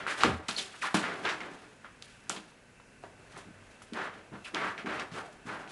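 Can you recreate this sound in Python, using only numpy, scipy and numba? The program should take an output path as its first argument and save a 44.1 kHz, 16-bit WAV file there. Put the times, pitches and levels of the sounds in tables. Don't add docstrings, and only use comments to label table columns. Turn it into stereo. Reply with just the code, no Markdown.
import sys
import numpy as np
from scipy import signal
from scipy.fft import rfft, irfft, next_fast_len
from scipy.io import wavfile
from scipy.ndimage import uniform_filter1d
from numba import njit

SR = 44100
rng = np.random.default_rng(int(sys.argv[2]) if len(sys.argv) > 2 else 0)


def wav_out(sig):
    wavfile.write(sys.argv[1], SR, np.round(np.clip(np.atleast_2d(sig).T, -1, 1) * 32767).astype(np.int16))


N = 251811
FILM_PAN_DB, SIZZLE_PAN_DB, CUPBOARD_PAN_DB, ROOM_PAN_DB = -4, -3, -1.8, -2


# start in seconds, rise in seconds, hold in seconds, fade in dB/s, scrape level in dB,
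# boom and sizzle in dB re scrape, scrape centre in Hz.
STROKES = [(0.0, 0.0046, .005, 100, -41, -2, -26, 1640), (0.062, 0.016, 0.049, 263, -29, -11.5, -9, 1680),
           (0.148, 0.068, 0.0058, 200, -28.5, -10, -9, 1300),
           (.222, 0.024, .004, 162, -22.5, 0.5, -11.5, 1310),
           (0.481, 0.0051, 0.0045, 96.5, -40.5, -6.5, 6.5, 1420),
           (0.561, 0.02, 0.004, 130, -40.5, -1.5, 6, 1680), (.725, .02, .005, 250, -46, -20, -14, 1400),
           (0.806, 0.042, 0.01, 265, -25.5, -16, -9.5, 1430),
           (.941, 0.0044, 0.0055, 205, -23.5, -2.5, -1, 1250),
           (.985, 0.053, 0.048, 113, -30, -5, -37, 1580),
           (1.213, 0.059, 0.02, 186, -25.5, -10.5, -22, 1540),
           (1.385, 0.026, 0.022, 169, -37, -8.5, -29, 1550), (1.505, 0.021, 0.012, 158, -51, -14, -2, 1400),
           (1.612, 0.012, 0.012, 150, -53.5, -1, -3.5, 1550),
           (1.832, 0.022, .004, 400, -44.5, -12, -33, 1370), (2.005, 0.037, .02, 60, -63.5, -17, 7, 1810),
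           (2.291, 0.014, 0.0089, 176, -43, 1.5, 3.5, 1370), (3.022, 0.0091, .005, 90, -58.5, 1, -7, 1330),
           (3.28, 0.082, .005, 200, -51.5, -14, -8, 1430), (3.361, 0.0062, .005, 216, -46, -2, -6, 1350),
           (3.92, 0.053, 0.091, 235, -33.5, -6.5, -20, 1390),
           (4.125, 0.012, 0.016, 120, -51.5, -3, -11, 1800),
           (4.30, 0.055, 0.0054, 398, -44.5, -2, -32, 1240),
           (4.432, 0.038, .004, 447, -42.5, -28, -4.5, 1660),
           (4.533, 0.026, .12, 172, -29, -8, -21.5, 1450), (4.762, 0.031, .004, 320, -38.5, -5, -21, 1900),
           (4.851, 0.018, 0.15, 286, -34, -5, -21, 1490), (5.094, 0.089, 0.0042, 211, -36, -5, -10, 1300),
           (5.445, 0.05, 0.037, 95, -35, -8, -16.5, 1290), (5.682, 0.026, .01, 200, -51.5, -7, 2, 1230)]
# time in seconds, scrape level in dB, boom and sizzle in dB re scrape.
RESTING_HAND = [(0, -47.5, -9, -10), (.45, -50.5, -14, -6), (.75, -55.5, -4.5, 6.5), (1.2, -48, 3.5, -2.5),
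                (1.5, -52, 6, -6.5), (1.75, -66, 0, -2), (2.2, -64.5, -8, -8), (2.45, -60, 0, 0.5),
                (2.6, -66, -1, -5), (2.95, -85, -18, -7), (3.2, -65, 5, -3), (3.66, -63, 0.5, -5),
                (3.9, -65, 2, 0), (4.17, -58, 6, -17), (4.3, -65.5, 6.5, 1), (5.3, -58.5, 4.5, -2.5),
                (5.44, -65.5, 5.5, -4), (5.71, -58, 9, -5)]

def palm_pressure():
    resting_hz, sag_octaves_per_s = 1590, 1.04
    rise_share = np.array([[1], [.73], [.48]])
    fade_share = np.array([[1], [.89], [1]])
    times, *columns = np.transpose(RESTING_HAND)
    db, boom_db, sizzle_db = (np.interp(np.arange(N) / SR, times, column) for column in columns)
    power = undb([db, db + boom_db, db + sizzle_db]) ** 2
    weighted_hz = power[0] * resting_hz
    t = np.arange(SR) / SR
    for start_s, rise_s, hold_s, fade_db_per_s, db, boom_db, sizzle_db, hz in STROKES:
        attack = np.minimum(t / (rise_s * rise_share), 1) ** 1.8
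        faded_db = np.maximum(t - rise_s - hold_s, 0) * fade_db_per_s * fade_share
        levels_db = db + np.array([[0], [boom_db], [sizzle_db]])
        stroke_power = (attack * undb(levels_db - faded_db)) ** 2
        sag = 2 ** (sag_octaves_per_s * (rise_s - np.minimum(t, .4)))
        add(power, start_s, stroke_power)
        add(weighted_hz, start_s, stroke_power[0] * hz * sag)
    return *np.sqrt(power), weighted_hz / power[0]


# frequency in Hz, relative spectral density in dB.
SIZZLE_SPECTRUM = [(1470, -23), (2500, -2.5), (3270, -1.5), (3780, -3), (5180, -6.5), (8240, -8.5),
                   (11200, -12.5), (14600, -61), (22000, -120)]

def palm_strokes():
    scrape_gain, boom_gain, sizzle_gain, hz = palm_pressure()
    rub = np.array([bandpass(side, hz, .99 * hz) for side in micro_slips(spread_db=.27, grip_db=1.5)])
    scrape = unit(rub) + undb(-9) * unit(crinkles(hz))
    rumble = bandpass(micro_slips(spread_db=2.35, grip_db=.29)[0], hz=410, width_hz=780)
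    boom = unit(rumble) + .34 * unit(cupboard(rumble))
    sizzle = colour(micro_slips(spread_db=3.1, grip_db=2.9), SIZZLE_SPECTRUM)
    return (scrape_gain * unit(scrape) * pan(FILM_PAN_DB)
            + sizzle_gain * unit(sizzle) * pan(SIZZLE_PAN_DB)
            + boom_gain * boom * pan(CUPBOARD_PAN_DB))


def micro_slips(spread_db, grip_db):
    step = int(SR / 90)
    grip = uniform_filter1d(np.repeat(rng.standard_normal(N // step + 1), step), step)[:N]
    sizes = undb(spread_db * np.minimum(rng.exponential(size=N), 5) + grip_db * grip)
    return stereo_noise(N, alike_hz=3200) * sizes


def crinkles(scrape_hz, pops_per_s=400, reach_octaves=.8, spread_db=9.7):
    pops = rng.random(N) < pops_per_s / SR
    latest_pop = np.maximum(np.cumsum(pops) - 1, 0)
    pitch_draw, size_draw = rng.random((N, 2))[pops][latest_pop].T
    ratio = 2 ** (reach_octaves * (2 * pitch_draw - 1))
    hz = ratio * scrape_hz
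    return bandpass(pops * undb(spread_db * size_draw) / ratio, hz, .47 * hz)


# start in seconds, level in dB, pitch in Hz, edge and tail in dB re crack, tail T60 in seconds.
SNAPS = [(0.0659, -16.5, 1430, -27, -28, 0.17), (0.207, -25, 1870, -8, -1.5, 0.15),
         (.2352, -1.5, 1260, -5.5, -15.5, 0.23), (.485, -17, 3260, 3, -14.5, 0.07),
         (.489, -19, 1180, -17, -9, 0.14), (.511, -18, 4130, -15, -27.5, 0.099),
         (.583, -17.5, 3400, -13, -11, 0.17), (0.9439, -13.5, 980, -2.5, -10, 0.3),
         (1.04, -16.5, 1660, -26, -19, 0.13), (1.251, -19.5, 1300, -11.5, -5.5, 0.18),
         (1.29, -22.5, 3280, -6, -11, 0.2), (1.405, -25.5, 2080, -16, -11.5, 0.048),
         (1.846, -32.5, 1380, -25, -32, 0.048), (2.024, -31, 4230, -1.5, -17.5, 0.034),
         (2.026, -44, 1500, -20, -13, 0.045), (2.296, -9.5, 7050, -28, -22.5, 0.076),
         (2.299, -21, 1300, -31, -8, 0.073), (2.363, -36.5, 1200, 2.5, -2.5, 0.12),
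         (2.799, -47, 1030, -20, -8.5, 0.098), (2.52, -52, 900, -18, -24, .08),
         (3.037, -32.5, 674, -12, -11.5, 0.16), (3.368, -37, 1220, -15, -15, 0.11),
         (3.374, -51, 8000, -20, 2.5, 0.13), (3.71, -61.5, 7500, -10, -1, 0.12),
         (3.819, -41.5, 1240, -12, -10, 0.096), (3.821, -50.5, 9100, -8, -3, 0.13),
         (3.935, -38.5, 3000, 10.5, -21, 0.1), (4.446, -40, 2720, -18, -30, 0.17),
         (4.545, -24.5, 1380, -5, -9, .08), (4.547, -16.5, 3020, -5, -44, 0.038),
         (4.779, -24.5, 2130, -20, -17, 0.067), (4.86, -27, 2180, -13, -17, 0.057),
         (4.962, -35, 3300, -17, -18, .07), (4.996, -23.5, 2540, -40, -10.5, 0.1),
         (5.115, -39.5, 1970, -16, -7.5, 0.27), (5.326, -51, 8000, -10, -7, 0.065),
         (5.676, -35.5, 2500, -21, -14, 0.11)]

def glue_snaps(edge_s=.0005):
    out, t = np.zeros((2, N)), np.arange(int(.25 * SR)) / SR
    for start_s, db, hz, edge_db, tail_db, t60_s in SNAPS:
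        age = t * hz / .78
        crack = np.sin(2 * np.pi * hz * t) * age * np.exp(1 - age)
        edge_noise, tail_noise = rng.standard_normal((2, len(t)))
        edge = unit(colour(edge_noise, SIZZLE_SPECTRUM)) * np.exp(-t / edge_s)
        fizz = undb(edge_db) * unit(colour(tail_noise, SIZZLE_SPECTRUM))
        tail = (unit(bandpass(tail_noise, hz, 2.27 * hz)) + fizz) * decay(t, t60_s)
        snap = crack + undb(edge_db) * edge + undb(tail_db) * tail
        pan_db = -2 - 3 * np.log2(hz / 1000)
        add(out, start_s, undb(db) * pan(pan_db) * snap)
    return out


# start in seconds, level in dB, push length in seconds, favoured pitch in Hz.
THUMPS = [(0.239, -10.5, 0.016, 315), (0.263, -21, 0.043, 114), (0.483, -27.5, 0.0055, 228),
          (0.574, -40.5, 0.018, 313), (0.942, -14.5, 0.004, 254), (1.511, -37.5, 0.013, 310),
          (2.294, -38, 0.011, 197), (2.364, -35.5, 0.0085, 270), (3.033, -45, 0.011, 308),
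          (3.339, -47.5, 0.014, 163), (3.458, -43.5, 0.026, 240), (3.919, -31.5, 0.013, 243),
          (4.314, -36, 0.012, 174), (4.533, -30.5, 0.012, 316), (4.841, -26, 0.019, 259),
          (5.114, -36.5, 0.0091, 161), (5.449, -36, 0.021, 182)]

def hand_thumps():
    out, t = np.zeros(N), np.arange(int(.6 * SR)) / SR
    for start_s, db, push_s, hz in THUMPS:
        envelope = np.exp(-t / push_s) * np.minimum(2.7 * t / push_s, 1)
        push = bandpass(rng.standard_normal(len(t)) * envelope, hz, .75 * hz)
        ring = cupboard(push)
        add(out, start_s, undb(db) * ring / np.abs(ring).max())
    return out * pan(CUPBOARD_PAN_DB)


# frequency in Hz, relative level in dB, T60 in seconds.
PANEL_MODES = [(87, -6.5, 0.34), (132, -5.5, 0.12), (173.5, -8.5, 0.35), (197, -4.5, 0.13), (237, -3, .15),
               (313.8, -6, 0.19), (340, -9, 0.16), (390, -3, 0.15), (462.5, -5, 0.095), (664, -25, 0.31),
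               (774, -4.5, 0.18), (900, -1, 0.14)]

def cupboard(push):
    t = np.arange(int(.6 * SR)) / SR
    ring = sum(undb(db) * np.sin(2 * np.pi * hz * t) * decay(t, t60_s) for hz, db, t60_s in PANEL_MODES)
    return signal.fftconvolve(push, ring)[:len(push)]


# start in seconds, level in dB, start and end pitch in Hz, length in seconds, roughness 0-1.
SQUEAKS = [(.562, -22, 4450, 4100, .01, .4), (.574, -26, 4450, 4150, .01, .5),
           (.582, -24, 4100, 3200, .024, .55), (.815, -30, 2900, 1300, .02, 1.0),
           (.828, -27, 1400, 800, .03, .9), (1.405, -36, 2300, 2000, .018, .9),
           (4.444, -39, 2750, 2650, .03, .8), (5.17, -47, 950, 580, .15, 1.0)]

def skin_squeaks():
    out = np.zeros(N)
    for start_s, db, start_hz, end_hz, length_s, roughness in SQUEAKS:
        hz = np.geomspace(start_hz, end_hz, int(length_s * SR))
        rasp = unit(bandpass(rng.standard_normal(len(hz)), hz, .2 * hz))
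        tone = np.sin(2 * np.pi * np.cumsum(hz) / SR)
        envelope = np.hanning(len(hz)) ** .5
        add(out, start_s, undb(db) * envelope * ((1 - roughness) * tone + roughness * rasp))
    return out * pan(FILM_PAN_DB)


def room_echoes(x, low_t60_s=.35, treble_t60_s=.25, level_db=-9):
    t = np.arange(int(.5 * SR)) / SR
    echoes = stereo_noise(len(t), alike_hz=1470)
    lows = signal.lfilter(*signal.butter(1, 2500, fs=SR), echoes)
    tail = lows * decay(t, low_t60_s) + (echoes - lows) * decay(t, treble_t60_s)
    tail *= np.clip(t / .0027 - .6, 0, 1)
    tail *= undb(level_db) / np.sqrt(np.sum(tail ** 2) / 2)
    return signal.fftconvolve(x[None], tail, axes=1)[:, :N] * pan(ROOM_PAN_DB)


# frequency in Hz, relative spectral density in dB.
HUM_SPECTRUM = [(12, -47), (20, -17), (47, -5), (76, -15.5), (97, -5), (190, -10.5), (229, -5.5),
                (322, -15.5), (480, -12), (695, -16.5), (1280, -20.5), (1540, -13), (1850, -17.5),
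                (2680, -16.5), (3310, -27), (6770, -26.5), (11200, -31), (14600, -65), (22000, -120)]
# centre in Hz, width in Hz, level in dB.
WHINES = [(1530, 33, -69.5), (2664, 39, -70.5)]

def household(hum_db=-55.5, drone_db=-62, drone_peak_s=4, drone_sigma_s=.46):
    hum = undb(hum_db) * unit(colour(stereo_noise(N, alike_hz=820), HUM_SPECTRUM))
    for hz, width_hz, db in WHINES:
        hum += [undb(db) * unit(bandpass(side, hz, width_hz)) for side in rng.standard_normal((2, N))]
    swell = np.exp(-.5 * ((np.arange(N) / SR - drone_peak_s) / drone_sigma_s) ** 2)
    drone = unit(bandpass(rng.standard_normal(N), hz=97.3, width_hz=2.1))
    return (hum + undb(drone_db) * swell * drone) * pan(ROOM_PAN_DB)


def undb(db):
    return 10 ** (np.asarray(db) / 20)


def unit(x):
    return x / np.sqrt(np.mean(x ** 2))


def decay(t, t60_s):
    return 1000 ** (-t / t60_s)


def pan(db):
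    return undb(np.array([[db], [-db]]) / 2)


def add(out, start_s, x):
    i = int(start_s * SR)
    out[..., i:i + x.shape[-1]] += x[..., :N - i]


def stereo_noise(size, alike_hz):
    shared, own = rng.standard_normal(size), rng.standard_normal((2, size))
    b, a = signal.butter(1, alike_hz, fs=SR)
    return signal.lfilter(b, a, signal.lfilter(b, a, shared - own)) + own


def colour(x, points):
    hz, db = np.transpose(points)
    size = next_fast_len(x.shape[-1])
    bins_hz = np.arange(size // 2 + 1) * SR / size + 1
    gain = undb(np.interp(np.log(bins_hz), np.log(hz), db))
    return irfft(rfft(x, size) * gain, size)[..., :x.shape[-1]]


def bandpass(x, hz, width_hz):
    hz, width_hz = np.full(len(x), hz, float), np.full(len(x), width_hz, float)
    return resonator(resonator(x, hz, width_hz), hz, width_hz)


@njit
def resonator(x, hz, width_hz):
    y, band_state, low_state = np.empty(len(x)), 0., 0.
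    for i in range(len(x)):
        g, damping = np.tan(np.pi * hz[i] / SR), width_hz[i] / hz[i]
        band = (band_state + g * (x[i] - low_state)) / (1 + g * (g + damping))
        band_state = 2 * band - band_state
        low_state += 2 * g * band
        y[i] = damping * band
    return y


@njit
def follow(x, attack_s, release_s):
    y, level = np.empty(len(x)), 0.
    for i in range(len(x)):
        level += (x[i] - level) / (SR * (attack_s if x[i] > level else release_s))
        y[i] = level
    return y


def scene():
    direct = palm_strokes() + hand_thumps() + skin_squeaks() + glue_snaps()
    worktop = direct + room_echoes(direct.mean(axis=0))
    worktop[1] = np.roll(worktop[1], 2)
    low_cut = signal.butter(2, 53.5, "high", fs=SR, output="sos")
    return signal.sosfilt(low_cut, worktop) + household()


def record(dry, knee_db=-37.5, squeeze=.26, top_hz=11150):
    level = follow(np.abs(dry).max(axis=0), attack_s=.0021, release_s=.18)
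    gain = (1 + level / undb(knee_db)) ** -squeeze
    return signal.sosfilt(signal.ellip(10, .2, 70, top_hz, fs=SR, output="sos"), dry * gain)


dry = scene()
out = record(dry)
wav_out(out)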